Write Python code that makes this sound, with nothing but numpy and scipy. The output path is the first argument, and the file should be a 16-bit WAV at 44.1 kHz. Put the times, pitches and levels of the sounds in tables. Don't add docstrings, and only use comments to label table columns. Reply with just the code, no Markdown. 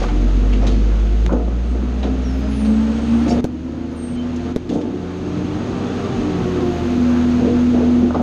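import sys
import numpy as np
from scipy import signal
from scipy.fft import irfft
from scipy.io import wavfile
from scipy.ndimage import uniform_filter1d

SR = 44100
rng = np.random.default_rng(int(sys.argv[2]) if len(sys.argv) > 2 else 0)


def master(y):
    cut = np.clip(np.atleast_2d(y).T, -1, 1)
    pcm = np.round(cut * 32767)
    wavfile.write(sys.argv[1], SR, pcm.astype(np.int16))


N = 362502
TIME = np.arange(N) / SR

# (t/s, firing rate f/Hz)
SPEED = [(0.0, 43.16), (0.48, 49.03), (1.05, 51.45), (1.47, 56.3), (2.02, 61.97), (2.24, 61.28),
         (2.73, 65.3), (3.34, 71.53), (3.76, 78.9), (4.2, 81.4), (4.52, 82.54), (4.78, 86.8), (5.44, 89.54),
         (5.75, 93.46), (5.98, 94.68), (6.75, 83.35), (7.02, 81.5), (7.72, 81.33), (8.22, 81.55)]
# (t/s, level change/dB)
LOAD = [(0, 1.5), (.5, 0), (1.2, -1), (1.75, -3.5), (2.5, 0), (3.25, 2.5), (3.6, 4.5), (4.45, 1.5),
        (5.2, -0.8), (5.55, 0), (6, 3), (7.3, 3.5), (7.9, 1.8), (8.22, -2.5)]
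# (f/Hz, level/dB)
EXHAUST = [(43, -18.5), (46.5, -13.5), (54, -13.5), (61.5, -19.5), (69, -27), (76, -19.5), (82, -27.5),
           (94, -32)]
# (t/s, level/dB)
BOOM = [(0, -56), (1.75, -52), (2.5, -43), (3.6, -43.5), (4.0, -46.5), (4.25, -46.5), (4.5, -44.5),
        (5.3, -45.5), (6.85, -45.5), (7.05, -44), (7.4, -46), (8.05, -43), (8.14, -51)]
# (t/s, reference level/dB)
SHAKING = [(0, -28), (.75, -24.5), (1, -33.5), (1.5, -30), (2, -30.5), (3, -29.5), (3.5, -17.5),
           (4.25, -25.5), (4.75, -23), (5.2, -27), (6, -22), (8.22, -25.5)]
# (f/Hz, width/Hz, lift/dB)
PANELS = [(182.6, 7.2, 14.5), (219.5, 8.5, 18), (233.3, 11.7, 23), (244.2, 4.5, 29), (257, 7, 14.5),
          (302.3, 10, 19.5), (352, 17, 17), (492, 17, 13.5), (609, 3.9, 15), (621.7, 5.9, 20),
          (698, 9.3, 14), (905, 45, 6)]
# (f/Hz, width/Hz, lift/dB)
HOPPER = [(129, 46, 6), (178.07, 3.85, 14.5), (211, 28, 11), (246, 15, 16.5), (265, 14, 6),
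          (299.2, 12, 12.5), (351.4, 10.8, 10), (442.7, 14, 7), (480, 10, 11), (558, 12, 8),
          (629.6, 4.9, 11.5), (705.8, 10, 11.5), (776, 20, 5), (875, 14, 7.5), (1182, 33, 3),
          (1292, 9.3, 8)]
# (multiple of the stroke rate, level/dB, slope/dB an octave of speed, flutter/0-1, sway/radians)
PUMP = [(1, -40, 1, 0.15, 0.06), (2, -47.5, 0.5, .35, 0.17), (4, -59, -5.5, 0.2, 0.42)]
# (t/s, change of pump level/dB)
PRESSURE = [(0, 2.5), (1.2, -1.5), (2.4, 2.5), (2.75, 8.5), (3.03, -1.5), (3.1, 1.5), (3.42, 0.5),
            (3.8, 10), (4.3, -1), (5.3, 0.5), (5.65, -12), (6.3, -6.5), (8.22, -7)]
# (f/Hz, level/dB)
GEARS = [(180, -45), (215, -23), (250, -40), (261, -25.5), (305, -31.5), (328, -20), (343, -31),
         (360, -26.5), (380, -36), (396, -35)]
# (multiple of the firing rate, level against the roar/dB)
GEAR_OVERTONES = [(8.42, -17.5), (12.63, -20.5)]
# (t/s, f/Hz, level/dB)
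TURBO = [(2.7, 7630, -68), (3.2, 8600, -60), (3.7, 9940, -74.5), (4.25, 10950, -77), (5.9, 12000, -84),
         (6.7, 11540, -70), (8.22, 11040, -75)]

# (f/Hz, level/dB per Hz)
RUMBLE = [(18, -41.5), (38, 5), (80, -5), (120, 3), (160, -3), (260, -2.5), (380, -2), (520, -14),
          (900, -64)]
# (f/Hz, level/dB per Hz)
ROAR = [(200, -27.5), (400, 0.5), (600, -4), (900, -7.5), (1400, -7.5), (1900, -15.5), (2800, -40),
        (5000, -75)]
# (f/Hz, level/dB per Hz)
HISS = [(900, -4.5), (1900, -1), (2600, 0.5), (4200, -5), (5500, -11), (6100, -9), (6550, -6), (7100, -17),
        (9000, -24.5), (10200, -33.5), (11600, -33), (12600, -51)]
# (f/Hz, level/dB)
ORDERS = [(20, -22), (45, -2.5), (95, 6.5), (122, -4.5), (180, -4), (300, -5), (500, -16.5), (900, -17),
          (1400, -9.5)]
# (f/Hz, level/dB per Hz)
BLOW = [(40, -24), (130, -7.5), (260, 2.5), (450, 5), (700, -2), (1000, -10.5), (1400, -17.5), (2000, -25),
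        (6000, -40), (10000, -79)]
# (f/Hz, level/dB per Hz)
CLANG = [(250, -28), (550, 15), (850, 2), (1480, 1), (1750, -19.5), (2500, -24), (6000, -62.5)]
# (f/Hz, level/dB per Hz)
CRUNCH = [(300, -22.5), (1200, -3), (2800, 1.5), (4200, -1), (5600, -3), (6600, -1.5), (7500, -13),
          (11000, -26.5), (13000, -37)]
# (f/Hz, level/dB per Hz)
CASE = [(100, -5.5), (450, 15.5), (800, 2.5), (1300, -2), (3000, -14), (6400, -15.5), (8500, -25),
        (14000, -32)]
# (f/Hz, width/Hz, lift/dB)
CASE_RINGS = [(720, 120, 3), (1470, 150, 8), (2280, 300, 5.5), (3720, 420, 10.5), (6380, 400, 12)]
# (f/Hz, width/Hz, lift/dB)
FITTINGS = [(733, 19, 14.5), (864, 39, 7.5), (1006, 12, 10.5), (1255, 25, 10.5), (1480, 16, 5.5)]

# (t/s, level/dB, fade/s, tilt/dB an octave, ring f/Hz)
CRUNCHES = [(0, -34, 0.013, -1, 2170), (.022, -33, 0.031, -1, 2500), (.082, -34.5, 0.016, -6, 2290),
            (.525, -32.5, 0.025, -5.5, 2800), (.665, -28.5, 0.021, -1, 3770),
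            (.697, -41.5, 0.091, -2, 4380), (1.324, -40, 0.014, 2, 6550), (2.026, -32, 0.03, -6.5, 3830),
            (2.647, -37, 0.019, -3, 4330), (3.277, -36, 0.021, 1, 6416), (3.291, -34.5, 0.022, 8, 4900),
            (3.305, -33, 0.023, -2, 2600), (3.32, -38, .012, 10, 5300), (4.36, -35.5, 0.0063, 4, 5830),
            (4.688, -30.5, 0.034, -0.5, 3498), (4.73, -38, 0.043, 7, 3394), (4.812, -33, .012, -2.5, 3200),
            (5.37, -41, 0.019, -5, 2200)]
# (t/s, level/dB, fade/s, tilt/dB an octave)
KNOCKS = [(.01, -20.5, 0.029, 3.5), (.545, -27, 0.052, -3.5), (.61, -23, 0.069, 4), (1.303, -22, 0.015, -4),
          (1.317, -9, 0.031, -1.5), (1.385, -19.5, 0.06, -5), (1.476, -25, 0.011, -3),
          (1.5, -26.5, 0.053, 1), (1.738, -24.5, 0.045, -1.5), (2.02, -21.5, 0.12, -5),
          (2.665, -26.5, 0.091, -1.5), (3.255, -18, 0.062, 0), (3.298, -17, 0.048, -4),
          (3.354, -17, 0.06, -2.5), (4.692, -15, 0.13, -4), (4.825, -19, 0.11, -6.5),
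          (5.8, -26.5, 0.071, -0.5), (6.575, -18, 0.087, -7.5), (7.398, -16.5, 0.053, -2.5),
          (7.44, -15.5, 0.052, -1), (7.73, -15.5, 0.057, -2.5), (7.775, -19, 0.12, -1),
          (8.01, -15, 0.041, -5), (8.141, -14, 0.026, 1.5), (8.19, -19, 0.071, -2.5)]
# (t/s, level/dB, fade/s, tilt/dB an octave)
CLANKS = [(.038, -21, 0.0093, 8), (.085, -25.5, 0.016, 5), (1.292, -19, 0.02, 4), (1.308, -27, 0.014, 7.5),
          (1.323, -25, 0.051, -1), (1.476, -29, 0.0077, -6), (1.662, -33, .01, 1), (2.03, -29, 0.057, -4),
          (3.297, -27, .014, -10.5), (3.316, -34, 0.012, -5), (3.378, -32.5, .025, -4.5),
          (7.778, -33, 0.013, -5.5), (8.1045, -20, 0.0098, 2), (8.143, -19, 0.026, -3.5),
          (8.191, -21, .017, -2.5)]
# (t/s, push peak level/dB, push width/s, crack level/dB, crack tilt/dB an octave)
TAPS = [(1.2635, -36, 0.00043, -1.5, -1), (3.4425, 10, 0.000745, 5.5, 1.5), (3.4507, 2.5, 0.00038, -2, -2),
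        (4.5611, 3.5, 0.0007, 1.5, 0.5), (4.5663, -3, 0.00047, -6, -0.5), (4.5685, -10, 0.00047, -15.5, -2)]
# (t/s, level/dB, favoured f/Hz)
THUDS = [(1.305, -9, 180), (1.321, -13.5, 517), (1.362, -25, 710), (1.503, -17.5, 290), (1.746, -25, 450),
         (1.832, -17, 231), (3.266, -21, 270), (3.305, -17, 704), (3.36, -18, 260), (3.372, -18.5, 504),
         (4.693, -6.5, 287), (4.706, -11, 480), (4.723, -3.5, 287), (4.754, -2.5, 295), (4.775, -12, 475),
         (4.785, -14, 265), (4.833, -9, 280.8), (4.872, -11, 296), (4.906, -11, 199.8), (4.94, -16, 270),
         (6.472, -22, 485.6), (6.581, -19, 260), (7.4, -17, 310), (8.198, -11.5, 219.6)]
# (t/s, swell/s, fade/s, first f/Hz, last f/Hz, bend of the slide/1 = straight,
# jitter/Hz, level at the top of the swell/dB)
SQUEAKS = [(1.64, 0.055, 0.094, 8300, 7950, 1.5, 48, -63), (2.235, 0.014, 0.15, 5800, 5110, 1.5, 58, -46),
           (2.38, .07, .08, 5100, 4960, 1.6, 23, -52), (2.24, 0.037, .25, 11450, 10050, 2.3, 110, -67),
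           (2.32, .07, .04, 13150, 14000, 1, 130, -63), (2.48, 0.14, 0.15, 10830, 7810, 1.3, 42, -49.5),
           (2.63, 0.036, 0.16, 11750, 8900, 1.3, 120, -62.5), (2.745, 0.018, .06, 7840, 7850, 1, 40, -59),
           (2.79, 0.037, 0.047, 7800, 8790, .8, 61, -64), (2.79, 0.046, .04, 8950, 9800, 0.71, 90, -65),
           (3.285, .014, .035, 4700, 4670, 1.5, 39, -35.5), (3.299, 0.013, 0.019, 5300, 5570, 1.6, 60, -35),
           (3.284, 0.016, .016, 7250, 7450, 1, 90, -43), (3.376, 0.024, 0.012, 3640, 3620, 1.6, 18, -43.5),
           (3.915, .012, .02, 10100, 10050, 0.98, 90, -56), (3.945, 0.023, 0.024, 10500, 9950, 1, 260, -52),
           (3.955, .08, .13, 8552, 8547, 2, 6, -37.5), (4.15, 0.047, 0.05, 3090, 3078, 1.6, 10.3, -37),
           (4.688, 0.015, 0.014, 3453, 3300, 1, 52, -41), (4.738, .018, .018, 3150, 3120, 1, 20, -46),
           (5.85, 0.028, 0.029, 3470, 3436, 1.43, 16, -43), (6.11, 0.025, 0.022, 3326, 3623, 1, 30, -47)]

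MID_SPEED_HZ = 70
HUM_DB, HUM_DB_PER_OCTAVE = -50.5, 18
ROAR_DB, ROAR_DB_PER_OCTAVE, HISS_DB = -35, 3, -42
HIGH_WHINE_DB, HIGH_WHINE_DB_PER_OCTAVE = -55.5, -1.5
OVERRUN_DB, OVERRUN_HZ_PER_S = 6, 15
OVERTONES_OVERRUN_DB = 2.5
GEAR_IN_S, GEAR_BITE_S, UNLOADED_DB = 2.13, 0.078, -9.5
KNOCK_RISE, CLANK_RISE, CRUNCH_RISE = 0.3, 0.063, 0.2
EDGE_HZ = 14400


def amp(db):
    return 10 ** (np.asarray(db) / 20)


def unit(x):
    return x / np.sqrt(np.mean(x ** 2) + 1e-20)


def curve(rows, axis=1):
    rows = np.asarray(rows)
    return np.interp(TIME, rows[:, 0], rows[:, axis])


def add(mix, s, sound):
    part = mix[max(round(s * SR), 0):][:len(sound)]
    part += sound[:len(part)]


def wander(hz):
    f = np.fft.rfftfreq(N, 1 / SR)[:2000]
    chance = rng.standard_normal(len(f)) + 1j * rng.standard_normal(len(f))
    slow = irfft(chance / (1 + (f / hz) ** 4), 8192)
    return unit(np.interp(TIME, np.linspace(0, TIME[-1], len(slow)), slow))


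def lift(hz, modes):
    gain = 1
    for centre, width, db in modes:
        gain = gain + (amp(db) - 1) / (1 + (2 * (hz - centre) / width) ** 2)
    return 20 * np.log10(gain)


def level(hz, spectrum):
    f, db = np.transpose(spectrum)
    return np.interp(np.log(hz), np.log(f), db)


def colour(x, spectrum, modes=(), tilt_db=0, size=16384):
    hz = abs(np.fft.fftfreq(size, 1 / SR)) + 1
    tilt = tilt_db * np.log2(np.clip(hz, 200, 8000) / 1000)
    db = level(hz, spectrum) + lift(hz, modes) + tilt
    log_gain = db * np.log(10) / 20
    response = np.fft.ifft(np.exp(np.conj(signal.hilbert(log_gain)))).real
    return signal.oaconvolve(x, response[:size // 2])[:len(x)]


def tone(phase, level_db, flutter, sway):
    strength = np.sqrt(2) * amp(level_db) * (1 + flutter * wander(14.7))
    return strength * np.sin(phase + sway * wander(8.7))


def revs():
    return np.log2(curve(SPEED) / MID_SPEED_HZ)


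def roar_level():
    return ROAR_DB + curve(LOAD) + ROAR_DB_PER_OCTAVE * revs()


def overrun():
    slowing = -np.gradient(uniform_filter1d(curve(SPEED), size=8000)) * SR
    return np.clip(slowing / OVERRUN_HZ_PER_S, 0, 1)


def engine(firing):
    hz = curve(SPEED)
    pipe_db = level(hz, EXHAUST)
    note = tone(firing, pipe_db, flutter=0.081, sway=0.02)
    note += tone(2 * firing, pipe_db - 24.5, flutter=0.17, sway=0.071)
    boom = tone(3 * firing, curve(BOOM) + lift(3 * hz, PANELS), flutter=0.04, sway=0.059)
    hum_db = HUM_DB + HUM_DB_PER_OCTAVE * revs() + lift(2 * hz, HOPPER)
    hum = tone(2 * firing, hum_db, flutter=0.095, sway=0.3)

    uneven_db = -4.5
    shake = firing + 0.17 * wander(10.0)
    orders = np.zeros(N)
    for k in range(1, 25):
        if k not in (2, 6):
            orders += amp(uneven_db * (k % 2)) * np.cos(k * shake / 2 + 2 * np.pi * rng.random())
    orders = unit(colour(orders, ORDERS, HOPPER)) * amp(curve(SHAKING) - 5.5)
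    return note + boom + hum + orders


def hydraulics(firing):
    stroke, tooth, high = 10 / 3, 4.21, 9.87
    hz = curve(SPEED)
    pump = np.zeros(N)
    for k, db, slope_db, flutter, sway in PUMP:
        pump_db = db + slope_db * revs() + curve(PRESSURE) + lift(k * stroke * hz, PANELS)
        pump += tone(k * stroke * firing, pump_db, flutter, sway)

    unloaded = np.clip((GEAR_IN_S - TIME) / GEAR_BITE_S, 0, 1)
    gears_db = level(tooth * hz, GEARS) + UNLOADED_DB * unloaded + OVERRUN_DB * overrun()
    gears = tone(tooth * firing, gears_db, flutter=0.12, sway=0.1)
    singing_db = HIGH_WHINE_DB + HIGH_WHINE_DB_PER_OCTAVE * revs() + lift(high * hz, PANELS)
    singing = tone(high * firing, singing_db, flutter=0.43, sway=0.27)

    overtones = np.zeros(N)
    for multiple, db in GEAR_OVERTONES:
        overtones += tone(multiple * firing, roar_level() + db, flutter=0.65, sway=0.75)
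    overtones *= amp(OVERTONES_OVERRUN_DB * overrun())
    flat = [(20, 0), (1500, 0)]
    return pump + gears + singing + colour(overtones, flat, HOPPER)


def body_noise(firing):
    rumble, roar, hiss = rng.standard_normal((3, N))
    beat = np.cos(firing)
    rumble = unit(colour(rumble, RUMBLE, HOPPER))
    rumble *= amp(curve(SHAKING) - 0.5 + 1.5 * wander(6.6))
    roar = unit(colour(roar * (1 + 0.089 * beat), ROAR, HOPPER, tilt_db=-0.25))
    roar *= amp(roar_level() + 1.2 * wander(7.8))
    hiss = unit(colour(hiss * (1 + 0.047 * beat), HISS))
    hiss *= amp(HISS_DB + curve(LOAD) + 0.31 * wander(23))
    return rumble + roar + hiss


def blows(rows, rise_share, spectrum, modes, grain_db, ring_width=550, ring_db=7, size=26000):
    out, t = np.zeros(N), np.arange(size) / SR
    for s, db, fade, tilt_db, *ring_hz in rows:
        rise = rise_share * fade
        grains = grain_db * np.minimum(rng.exponential(1, size), 4)
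        contacts = unit(rng.standard_normal(size) * amp(grains))
        force = np.minimum(t / rise, 1) * np.exp(-np.maximum(t - rise, 0) / fade)
        rings = list(modes) + [(hz, ring_width, ring_db) for hz in ring_hz]
        sound = unit(colour(contacts * force, spectrum, rings, tilt_db))
        add(out, s, amp(db) * sound * np.sqrt(np.mean(force ** 2)))
    return out


def crunches():
    return blows(CRUNCHES, CRUNCH_RISE, CRUNCH, (), grain_db=5.0)


def knocks():
    return blows(KNOCKS, KNOCK_RISE, BLOW, HOPPER, grain_db=2.5)


def clanks():
    return blows(CLANKS, CLANK_RISE, CLANG, FITTINGS, grain_db=6.0)


def taps(crack_s=0.001, rattle_s=0.013, rattle_db=-16, skew=0.35, size=4000):
    out, t = np.zeros(N), np.arange(size) / SR
    for s, push_db, width, crack_db, tilt_db in TAPS:
        u = t / width - 2.7
        push = -(u + skew) * np.exp(-u ** 2 / 2)
        rattle = amp(rattle_db + push_db / 2) * np.exp(-t / rattle_s)
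        force = np.exp(-t / crack_s) + rattle
        case = unit(colour(rng.standard_normal(size), CASE, CASE_RINGS, tilt_db))
        crack = np.tanh(case) * force
        add(out, s, amp(push_db) * push / abs(push).max() + 0.5 * amp(crack_db) * crack)
    return out


def thuds(rise_s=0.0027, focus_db=15, spread_db=3.0, size=30000):
    out, t = np.zeros(N), np.arange(size) / SR
    hz, width, lift_db = np.transpose(HOPPER)[:, :, None]
    for s, db, favoured_hz in THUDS:
        off_focus = focus_db * abs(np.log2(hz / favoured_hz))
        chance_db = spread_db * rng.standard_normal(hz.shape)
        weight = np.sqrt(width) * amp(lift_db - off_focus + chance_db)
        swing = np.sin(2 * np.pi * (hz * t + rng.random(hz.shape)))
        rings = weight * np.exp(-np.pi * width * t) * swing
        add(out, s, amp(db) * np.minimum(t / rise_s, 1) * rings.sum(0) / np.linalg.norm(weight))
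    return out


def squeaks(ends_db=-14, flutter_db=1.5):
    out, unsteady = np.zeros(N), wander(200)
    for s, swell, fade, first_hz, last_hz, bend, jitter_hz, db in SQUEAKS:
        t = np.arange(0, swell + fade, 1 / SR)
        slide = last_hz + (first_hz - last_hz) * (1 - t / t[-1]) ** bend
        pitch = slide + jitter_hz * np.interp(s + t, TIME, unsteady)
        whistle = np.sqrt(2) * np.sin(2 * np.pi * np.cumsum(pitch) / SR)
        shape_db = np.interp(t, [0, swell, swell + fade], [ends_db, 0, ends_db])
        add(out, s, whistle * amp(db + shape_db) * signal.windows.tukey(len(t), 0.1))
    return out * amp(flutter_db * wander(45))


def turbo(width_hz=320):
    turn = np.exp(2j * np.pi * np.cumsum(curve(TURBO)) / SR)
    fuzz = rng.standard_normal((2, N))
    fuzz = signal.lfilter([1], [1, -np.exp(-np.pi * width_hz / SR)], fuzz)
    fuzz = uniform_filter1d(fuzz, size=36)
    whistle = unit(((fuzz[0] + 1j * fuzz[1]) * turn).real)
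    return whistle * amp(curve(TURBO, axis=2)) * (TIME > TURBO[0][0])


def scene():
    firing = 2 * np.pi * np.cumsum(curve(SPEED)) / SR
    machine = engine(firing) + hydraulics(firing) + body_noise(firing) + turbo()
    load = crunches() + knocks()
    steel = clanks() + thuds() + squeaks()
    return (machine + load + steel + taps())[None]


def record(dry, ceiling_db=-4.5, ahead_s=0.036, recovery_db=11):
    peak_db = 20 * np.log10(abs(dry[0]) + 1e-9)
    recovery = recovery_db * TIME
    held_db = np.maximum.accumulate(peak_db + recovery) - recovery
    over_db = np.maximum(held_db - ceiling_db, 0)
    early_db = np.interp(TIME + ahead_s, TIME, over_db)
    ducked = dry / amp(uniform_filter1d(early_db, size=24))
    band = signal.firwin(511, EDGE_HZ, window=("kaiser", 9), fs=SR)
    return signal.oaconvolve(ducked, band[None], "same")


dry = scene()
out = record(dry)
master(out)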